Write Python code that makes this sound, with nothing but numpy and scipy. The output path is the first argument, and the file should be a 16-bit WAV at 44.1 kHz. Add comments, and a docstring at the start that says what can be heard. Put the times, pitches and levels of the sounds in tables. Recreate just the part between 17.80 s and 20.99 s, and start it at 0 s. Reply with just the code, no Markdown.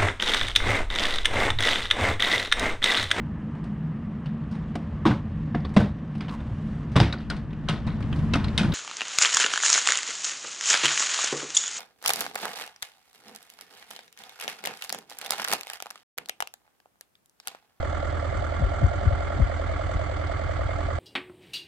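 """Idling four-cylinder tractor

An old engine idles: uneven exhaust throb (sum of cycle-rate cosines), hollow knocks and valve taps
(decaying modes), dry ticks, clatter and hiss (shaped noise), singing panels (narrow wavering bands).
Soft low bumps (gliding tones) with puffs of air (noise) hit the microphone, over a low noise rumble.
"""
import sys
import numpy as np
from scipy.fft import rfft, irfft, next_fast_len
from scipy.io import wavfile
from scipy.ndimage import map_coordinates

SR = 44100
rng = np.random.default_rng(int(sys.argv[2]) if len(sys.argv) > 2 else 0)


def bounce(signal):
    """Save signal as a 16-bit WAV file at the path given by the first command-line argument."""
    frames = np.transpose(np.atleast_2d(signal))
    limited = np.clip(frames, -1, 1)
    pcm = np.round(limited * 32767).astype(np.int16)
    wavfile.write(sys.argv[1], SR, pcm)


N = 140679

# Crankshaft speed. 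Each row: time in seconds, speed in rpm.
CRANK_RPM = [(0.0, 1212), (0.25, 1206), (0.7, 1220), (1.25, 1234), (1.52, 1241), (1.8, 1212), (2.0, 1210),
             (2.25, 1182), (2.6, 1220), (2.78, 1210), (2.95, 1233), (3.19, 1213)]
# Exhaust orders. Each row: multiple of the cycle rate, relative level in dB.
EXHAUST_ORDERS = [(1, -53), (2, -32.5), (3, -32.5), (4, -1.5), (5, -22.5), (6, -19), (7, -18), (8, 5.5),
                  (9, -10), (10, -6), (11, -9), (12, -19), (13, -13.5), (14, -18), (15, -23)]
EXHAUST_DB, EXHAUST_PLACE_CYCLES, SIDE_ORDER_RAD = -31, 0.98, 0.7
ORDER_WAVER_DB, THROB_WAVER_DB = 0.93, 0.6

# Hollow knocks. Each row: place in the cycle 0-1, left gain in dB, right gain in dB, pitch ratio,
# fall time constant in seconds.
KNOCKS = [(0.069, -40.5, -31, 1.13, .01), (0.319, -27.5, -22.5, 1.012, 0.0069),
          (0.486, -39.5, -35, 1.07, 0.0029), (0.563, -31, -27.5, 0.973, .0065),
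          (.615, -40, -34.5, .97, 0.0064), (0.82, -42.5, -39, 1, .008)]
# Knock modes. Each row: frequency in Hz, relative level in dB before the microphone shift, in dB after.
KNOCK_MODES = [(531.7, -14, -11.5), (570.7, -0.5, -10), (641, -27, -0.5), (674, -2, -16.5)]
# Gain common to all knocks. Each row: time in seconds, gain in dB.
KNOCK_GAIN = [(0, 0.5), (.9, -0.5), (1.3, -1), (1.8, 0.5), (2.0, 0), (2.4, -1), (3.19, 0)]
KNOCK_DETUNE_SHARE = 0.015

# Valves opening and shutting. Each row: place in the cycle 0-1, tap gain in dB, pitch ratio,
# extra gain of the upper cover modes in dB, gain of the dry tick in dB.
VALVE_TAPS = [(.035, -45.5, 1, 9.5, -44.5), (.11, -48.5, 1, -6.5, -45), (0.224, -40, .97, -2.5, -54.5),
              (.278, -44, 1.03, 7.5, -44.5), (.472, -32.5, .89, 4, -47), (.525, -39, 1.02, -5.5, -51),
              (0.596, -39.5, 1.01, -11, -49.5), (.712, -37, 1.05, -7, -54), (.785, -38.5, 1, 5.5, -55.5),
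              (.96, -30, .975, -1, -50)]
# Valve cover modes. Each row: frequency in Hz, relative level in dB before the microphone shift,
# in dB after, 60 dB decay time in seconds.
COVER_MODES = [(722, -1, -11, .035), (1217, -9.5, -5.5, 0.051), (1363.5, -1, -0.5, 0.043),
               (1642, -11, -9, .05), (1847, -15, -11.5, 0.027), (2071, -8, -7.5, 0.041),
               (2224, -22.5, -14, 0.013)]
TAP_MODE_SCATTER_DB, TAP_DETUNE_SHARE = 2.26, 0.011
# Dry tick spectrum. Each row: frequency in Hz, relative density in dB per Hz.
TICK_SPECTRUM = [(1200, -26.5), (1700, -1.5), (2100, 0), (2550, -14), (3100, 0.5), (4500, -4), (5400, -10),
                 (6500, -19), (8000, -15.5), (9000, -29)]
# Ticks of a loose part. Each row: start in seconds, gain in dB.
LOOSE_TICKS = [(2.313, -45), (2.365, -43), (2.467, -46.5), (2.52, -41.5)]

# Clatter swells, one per firing. Each row: place in the cycle 0-1, gain in dB over the steady wash
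# (before the depth and the burst shape).
FIRING_SWELLS = [(0.208, 5.5), (0.452, 8.5), (0.699, 9.5), (0.948, 6.5)]
# Clatter spectrum of the block. Each row: frequency in Hz, relative density in dB per Hz.
CLATTER_SPECTRUM = [(120, -36.5), (190, 0), (245, -4.5), (295, 2.5), (350, -2), (395, 0.5), (460, -1.5),
                    (570, -3), (720, -3), (850, -2), (1030, -10), (1200, -4), (1400, -5), (1650, -7),
                    (1850, -12.5), (2050, -10.5), (2280, -9), (2420, -26), (2600, -22.5), (3050, -18.5),
                    (3550, -20.5), (3950, -26.5), (4600, -24), (5300, -37.5), (7000, -46.5)]
# Clatter colour after the microphone shift. Each row: frequency in Hz, change in dB.
CLATTER_SHIFT = [(200, -3), (300, 0.5), (400, -2), (600, 2), (800, -2.5), (1150, 1.5), (1420, -3.5),
                 (1900, 1), (2550, 3.5), (3200, -0.5), (4500, 1)]
# Clatter that is the same every cycle. 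Each row: frequency in Hz, power share 0-1.
REPEAT_SHARE = [(150, 0.39), (1300, 0.56), (2000, 0.17), (3200, 0.081)]
# Spectrum of the fine ticking hiss. Each row: frequency in Hz, relative density in dB per Hz.
HISS_SPECTRUM = [(2000, -36.5), (3300, 1.5), (4600, -11.5), (5700, 5.5), (6400, 10), (7000, 7), (7600, 7.5),
                 (8400, 2), (9000, -32.5)]
CLATTER_DB, HISS_DB, RUMBLE_DB = -36, -60, -33.5

# Sheet-metal panels. Each row: frequency in Hz, waver rate (band width) in Hz,
# level in dB before the microphone shift, in dB after.
PANELS = [(294, 22, -54, -51), (391, 22, -54.5, -56.5), (574.4, 29, -46, -55), (709, 35, -46, -57),
          (1381, 45, -43.5, -56)]

# Bumps on the microphone. Each row: middle in seconds, gain in dB, pitch at the middle in Hz,
# envelope time scale in seconds, gain of the air puff in dB.
BUMPS = [(0.841, -16.5, 66, 0.014, -34), (1.0492, -9, 78, 0.008, -29.5), (1.2804, -9.5, 79, 0.0067, -37),
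         (1.334, -14.5, 74.7, 0.0048, -40.5), (1.61, -20, 92, 0.0039, -30),
         (1.63, -10.5, 60.5, 0.011, -43.5), (2.165, -18, 58, 0.0063, -36.5)]
BUMP_SETTLE_S, BUMP_START_RATIO, BUMP_END_RATIO = 0.01324, 2.8, 0.645  # ratios to the middle pitch
# Puff spectrum. Each row: frequency in Hz, relative density in dB per Hz.
PUFF_SPECTRUM = [(40, -13), (90, 1), (180, -0.5), (300, -7.5), (480, -31), (900, -61)]
PUFF_LEAD_S, PUFF_SCALE_S = 0.0096, 0.015
# Rumble spectrum. Each row: frequency in Hz, relative density in dB per Hz.
RUMBLE_SPECTRUM = [(15, -43.5), (28, -26), (42, -1), (60, 7.5), (80, -4), (100, 6), (120, -7), (160, -12.5),
                   (220, -23), (400, -52.5)]

# Microphone shift. Each row: time in seconds, how far it has shifted 0-1.
MIC_SHIFT = [(0, 0.49), (1.3, 0.14), (1.95, 0.91), (3.19, 0.83)]
# Left-right likeness. Each row: frequency in Hz, likeness 0-1.
LIKENESS = [(60, 0.49), (200, 0.28), (600, 0.54), (1000, 0.16), (1350, 0.88), (2200, 0.88), (4000, 0.22),
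            (8000, 0.28)]
# Left-right phase. Each row: frequency in Hz, lead of left over right in radians.
LEFT_LEAD = [(100, 0.5), (240, 0.5), (400, -2.5), (750, -1), (1200, 0.9), (1550, -2), (2100, 1.66),
             (2600, -11), (3000, -5.5), (8000, -9)]
# Left-right balance. Each row: frequency in Hz, left minus right in dB.
BALANCE = [(60, 7), (94, -6), (150, -0.5), (230, -0.5), (360, 1.5), (560, -3.5), (880, -6.5), (1380, -7.5),
           (2150, -2), (3370, -2), (5270, -0.5), (8250, -11)]
TOP_HZ = 8900


def exhaust(cycles):
    """Pipe throb: strongest at twice the firing rate, with side orders from unequal cylinders."""
    throb = np.zeros(N)
    for order, db in EXHAUST_ORDERS:
        # The shift vanishes at multiples of the firing rate (every fourth order).
        shift_rad = SIDE_ORDER_RAD * np.sin(np.pi * order / 4)
        phase = 2 * np.pi * order * (cycles - EXHAUST_PLACE_CYCLES) + shift_rad
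        throb += amp(db + ORDER_WAVER_DB * wobble(5.4)) * np.cos(phase)
    level = amp(EXHAUST_DB + THROB_WAVER_DB * wobble(29.9))
    return level * unit(throb) * pan(db=-4.5)


def knocks(cycles, right_lead_rad=1.75, rough_rad=0.1, rise_s=0.002):
    """Hollow modes that swell quickly and ring on, each stroke at a slightly different pitch."""
    out, shift = np.zeros((2, N)), curve(MIC_SHIFT)
    for place, left_db, right_db, ratio, fall_s in KNOCKS:
        u, gain = strokes(cycles, place, scatter_db=0.5, jitter_s=0.0002)
        pitch = ratio * (1 + KNOCK_DETUNE_SHARE * per_stroke(cycles, place))
        phase = np.array([[0], [right_lead_rad]]) + rough_rad * np.array([wobble(250), wobble(250)])
        note = np.zeros((2, N))
        for hz, before_db, after_db in KNOCK_MODES:
            level = amp(before_db + (after_db - before_db) * shift)
            note += level * np.cos(2 * np.pi * hz * pitch * u + phase)
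        envelope = 2 / (np.exp(-u / rise_s) + np.exp(u / fall_s))
        out += amp([[left_db], [right_db]]) * gain * note * envelope
    return out * amp(curve(KNOCK_GAIN))


def taps(cycles, attack_s=0.0012, treble_hz=1500):
    """Valves ring their cover in decaying modes, every stroke with its own mix."""
    out, shift = np.zeros((2, N)), curve(MIC_SHIFT)
    for place, db, ratio, treble_db, _ in VALVE_TAPS:
        u, gain = strokes(cycles, place, scatter_db=1.2, jitter_s=0.0003)
        u = np.maximum(u, 0)
        blow = amp(db) * gain * (1 - np.exp(-u / attack_s))
        for hz, before_db, after_db, t60_s in COVER_MODES:
            level_db = before_db + (after_db - before_db) * shift
            level_db = level_db + treble_db * (hz > treble_hz)
            level_db = level_db + TAP_MODE_SCATTER_DB * per_stroke(cycles, place)
            pitch_hz = hz * ratio * (1 + TAP_DETUNE_SHARE * per_stroke(cycles, place))
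            ring = amp(level_db - 60 * u / t60_s) * np.sin(2 * np.pi * pitch_hz * u)
            out += pan(along(BALANCE, hz)) * (blow * ring)
    return out


def ticks(cycles, rise_s=0.00086, fall_s=0.0036):
    """Dry noise bursts of uneven strength: one at each valve tap, a few from a loose part."""
    def burst(u):
        u = np.maximum(u, 0)
        return (1 - np.exp(-u / rise_s)) * np.exp(-u / fall_s)

    level = np.zeros(N)
    for start_s, db in LOOSE_TICKS:
        level += amp(db) * burst(np.arange(N) / SR - start_s)
    for place, *_, db in VALVE_TAPS:
        u, gain = strokes(cycles, place, scatter_db=2, jitter_s=0.0004)
        level += amp(db) * gain * burst(u)
    return level * spread(rng.standard_normal((2, N)), TICK_SPECTRUM)


def clatter(cycles):
    """Gears and pistons: noise that partly repeats each cycle and swells at every firing."""
    size = 4400  # noise values per cycle
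    read = (cycles + 0.00089 * wobble(25)) % 1 * size
    patterns = rng.standard_normal((2, size))
    same = np.array([map_coordinates(p, [read], mode="grid-wrap") for p in patterns])
    fresh = rng.standard_normal((2, N))
    share = lambda hz: np.clip(along(REPEAT_SHARE, hz), 0, 1)
    rattle = filtered(same, lambda hz: np.sqrt(share(hz)))
    rattle = rattle + filtered(fresh, lambda hz: np.sqrt(1 - share(hz)))
    envelope = swell(cycles, lag_s=0.00022, rise_s=0.0031, fall_s=0.011, depth_db=0.0)
    body = spread(echoes(rattle * envelope), CLATTER_SPECTRUM)
    change = filtered(body, lambda hz: amp(along(CLATTER_SHIFT, hz)) - 1)
    return amp(CLATTER_DB) * (body + curve(MIC_SHIFT) * change)


def hiss(cycles):
    """Fine ticking: treble noise with a rapidly flickering level, swelling at every firing."""
    flicker = amp(2.6 * wobble(930) + 1.2 * wobble(28))
    noise = rng.standard_normal((2, N)) * flicker
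    envelope = swell(cycles, lag_s=0.0016, rise_s=0.0066, fall_s=0.0089, depth_db=8.5)
    return amp(HISS_DB) * spread(echoes(noise * envelope), HISS_SPECTRUM)


def panels(cycles):
    """Hood and grille sing in narrow wavering bands, fed by every firing."""
    shift, t = curve(MIC_SHIFT), np.arange(N) / SR
    out = np.zeros((2, N))
    for hz, width_hz, before_db, after_db in PANELS:
        phase = 2 * np.pi * hz * t
        note = unit(wobble(width_hz) * np.cos(phase) + wobble(width_hz) * np.sin(phase))
        level = amp(before_db + (after_db - before_db) * shift)
        out += pan(along(BALANCE, hz)) * level * note
    return out * unit(swell(cycles, lag_s=0.0012, rise_s=0.003, fall_s=0.018, depth_db=-2))


def bumps(rough_rad=0.3):
    """Soft thuds on the microphone: tones that settle down in pitch after a ragged start."""
    out = np.zeros(N)
    for middle_s, db, hz, scale_s, _ in BUMPS:
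        u = np.arange(N) / SR - middle_s
        glide = np.exp(np.minimum(-u / BUMP_SETTLE_S, 10))
        ratio = BUMP_END_RATIO + (1 - BUMP_END_RATIO) * glide
        turns = np.cumsum(hz * np.minimum(ratio, BUMP_START_RATIO)) / SR
        turns = turns - turns[round(middle_s * SR)]
        ragged = rough_rad * np.clip(-u / scale_s, 0, 2) * wobble(120)
        envelope = 1 / np.cosh(np.clip(u / scale_s, -20, 20))
        out += amp(db) * np.cos(2 * np.pi * turns + ragged) * envelope
    return out * pan(db=7.0)


def puffs():
    """Rough air around each bump: low noise, independent at the two ports."""
    level = np.zeros(N)
    for middle_s, *_, db in BUMPS:
        u = np.arange(N) / SR - middle_s + PUFF_LEAD_S
        level += amp(db) / np.cosh(np.clip(u / PUFF_SCALE_S, -20, 20))
    noise = rng.standard_normal((2, N))
    return level * unit(filtered(noise, lambda hz: amp(along(PUFF_SPECTRUM, hz))))


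def rumble():
    """Irregular low noise under the throb."""
    return amp(RUMBLE_DB) * spread(rng.standard_normal((2, N)), RUMBLE_SPECTRUM)


def per_stroke(cycles, place):
    """A random value held through each stroke at one place in the cycle."""
    return rng.standard_normal(64)[np.round(cycles - place).astype(int) + 2]


def strokes(cycles, place, scatter_db, jitter_s):
    """Seconds from the nearest stroke (at mean speed, jittered), and that stroke's random gain."""
    mean_cycle_hz = cycles[-1] * SR / N
    u = (cycles - place - np.round(cycles - place)) / mean_cycle_hz
    u = u + jitter_s * per_stroke(cycles, place)
    return u, amp(scatter_db * per_stroke(cycles, place))


def swell(cycles, lag_s, rise_s, fall_s, depth_db):
    """Envelope that rises at every firing over a steady wash; powers add."""
    power = np.ones(N)
    for place, db in FIRING_SWELLS:
        u, gain = strokes(cycles, place, scatter_db=0.6, jitter_s=0.0004)
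        u = np.maximum(u - lag_s, 0)
        burst = (1 - np.exp(-u / rise_s)) * np.exp(-u / fall_s)
        power += (amp(db + depth_db) * gain * burst) ** 2
    return np.sqrt(power)


def echoes(x, ripple_db=2.44, width_hz=32):
    """Reflections between metal parts: a random narrow ripple on the spectrum."""
    knots = rng.standard_normal(4000)

    def response(hz):
        ripple = map_coordinates(knots, [hz / width_hz])
        return amp(ripple_db * np.clip(hz / 1500, 0, 1) * ripple)

    return filtered(x, response)


def spread(pair, spectrum):
    """Colour two noises and place them between the microphone ports, at rms 1."""
    def mid_side(hz):
        turn = np.arccos(np.clip(along(LIKENESS, hz), -1, 1)) / 2
        return amp(along(spectrum, hz)) * [np.cos(turn), np.sin(turn)]

    def ports(hz):
        left = amp(along(BALANCE, hz) / 2) * np.exp(1j * along(LEFT_LEAD, hz) / 2)
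        return np.array([left, 1 / left])

    mid, side = filtered(pair, mid_side)
    return unit(filtered(np.array([mid + side, mid - side]), ports))


def pan(db):
    """Left and right gains for a level difference."""
    return amp(np.array([[db], [-db]]) / 2)


def filtered(x, response):
    """x times a complex response of frequency in Hz."""
    m = next_fast_len(N + SR // 2)
    return irfft(rfft(x, m) * response(np.fft.rfftfreq(m, 1 / SR)), m)[..., :N]


def wobble(rate_hz):
    """A smooth random curve, rate_hz knots a second."""
    knots = rng.standard_normal(int(N * rate_hz / SR) + 4)
    return map_coordinates(knots, [np.arange(N) * rate_hz / SR])


def curve(rows):
    """One value per sample from (seconds, value) rows."""
    return np.interp(np.arange(N) / SR, *np.transpose(rows))


def along(points, hz):
    """Interpolate (Hz, value) points on a log frequency axis."""
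    f, v = np.transpose(points)
    return np.interp(np.log(hz + 1), np.log(f + 1), v)


def unit(x):
    """Scale to rms 1."""
    return x / np.sqrt(np.mean(x ** 2) + 1e-20)


def amp(db):
    """Decibels to gain."""
    return 10 ** (np.asarray(db) / 20)


def scene():
    """One cycle is two turns of the crankshaft; it drives all the engine's layers."""
    cycles = np.cumsum(curve(CRANK_RPM)) / (2 * 60 * SR)
    engine = exhaust(cycles) + knocks(cycles) + taps(cycles) + ticks(cycles)
    engine = engine + clatter(cycles) + hiss(cycles) + panels(cycles)
    return engine + bumps() + puffs() + rumble()


def record(dry):
    """Fade the ends over 100 samples; the recorder keeps nothing above its band limit."""
    to_nearest_end = np.minimum(np.arange(N), np.arange(N)[::-1])
    fade = np.minimum(to_nearest_end / 100, 1)
    return filtered(dry * fade, lambda hz: hz < TOP_HZ)


dry = scene()
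out = record(dry)
bounce(out)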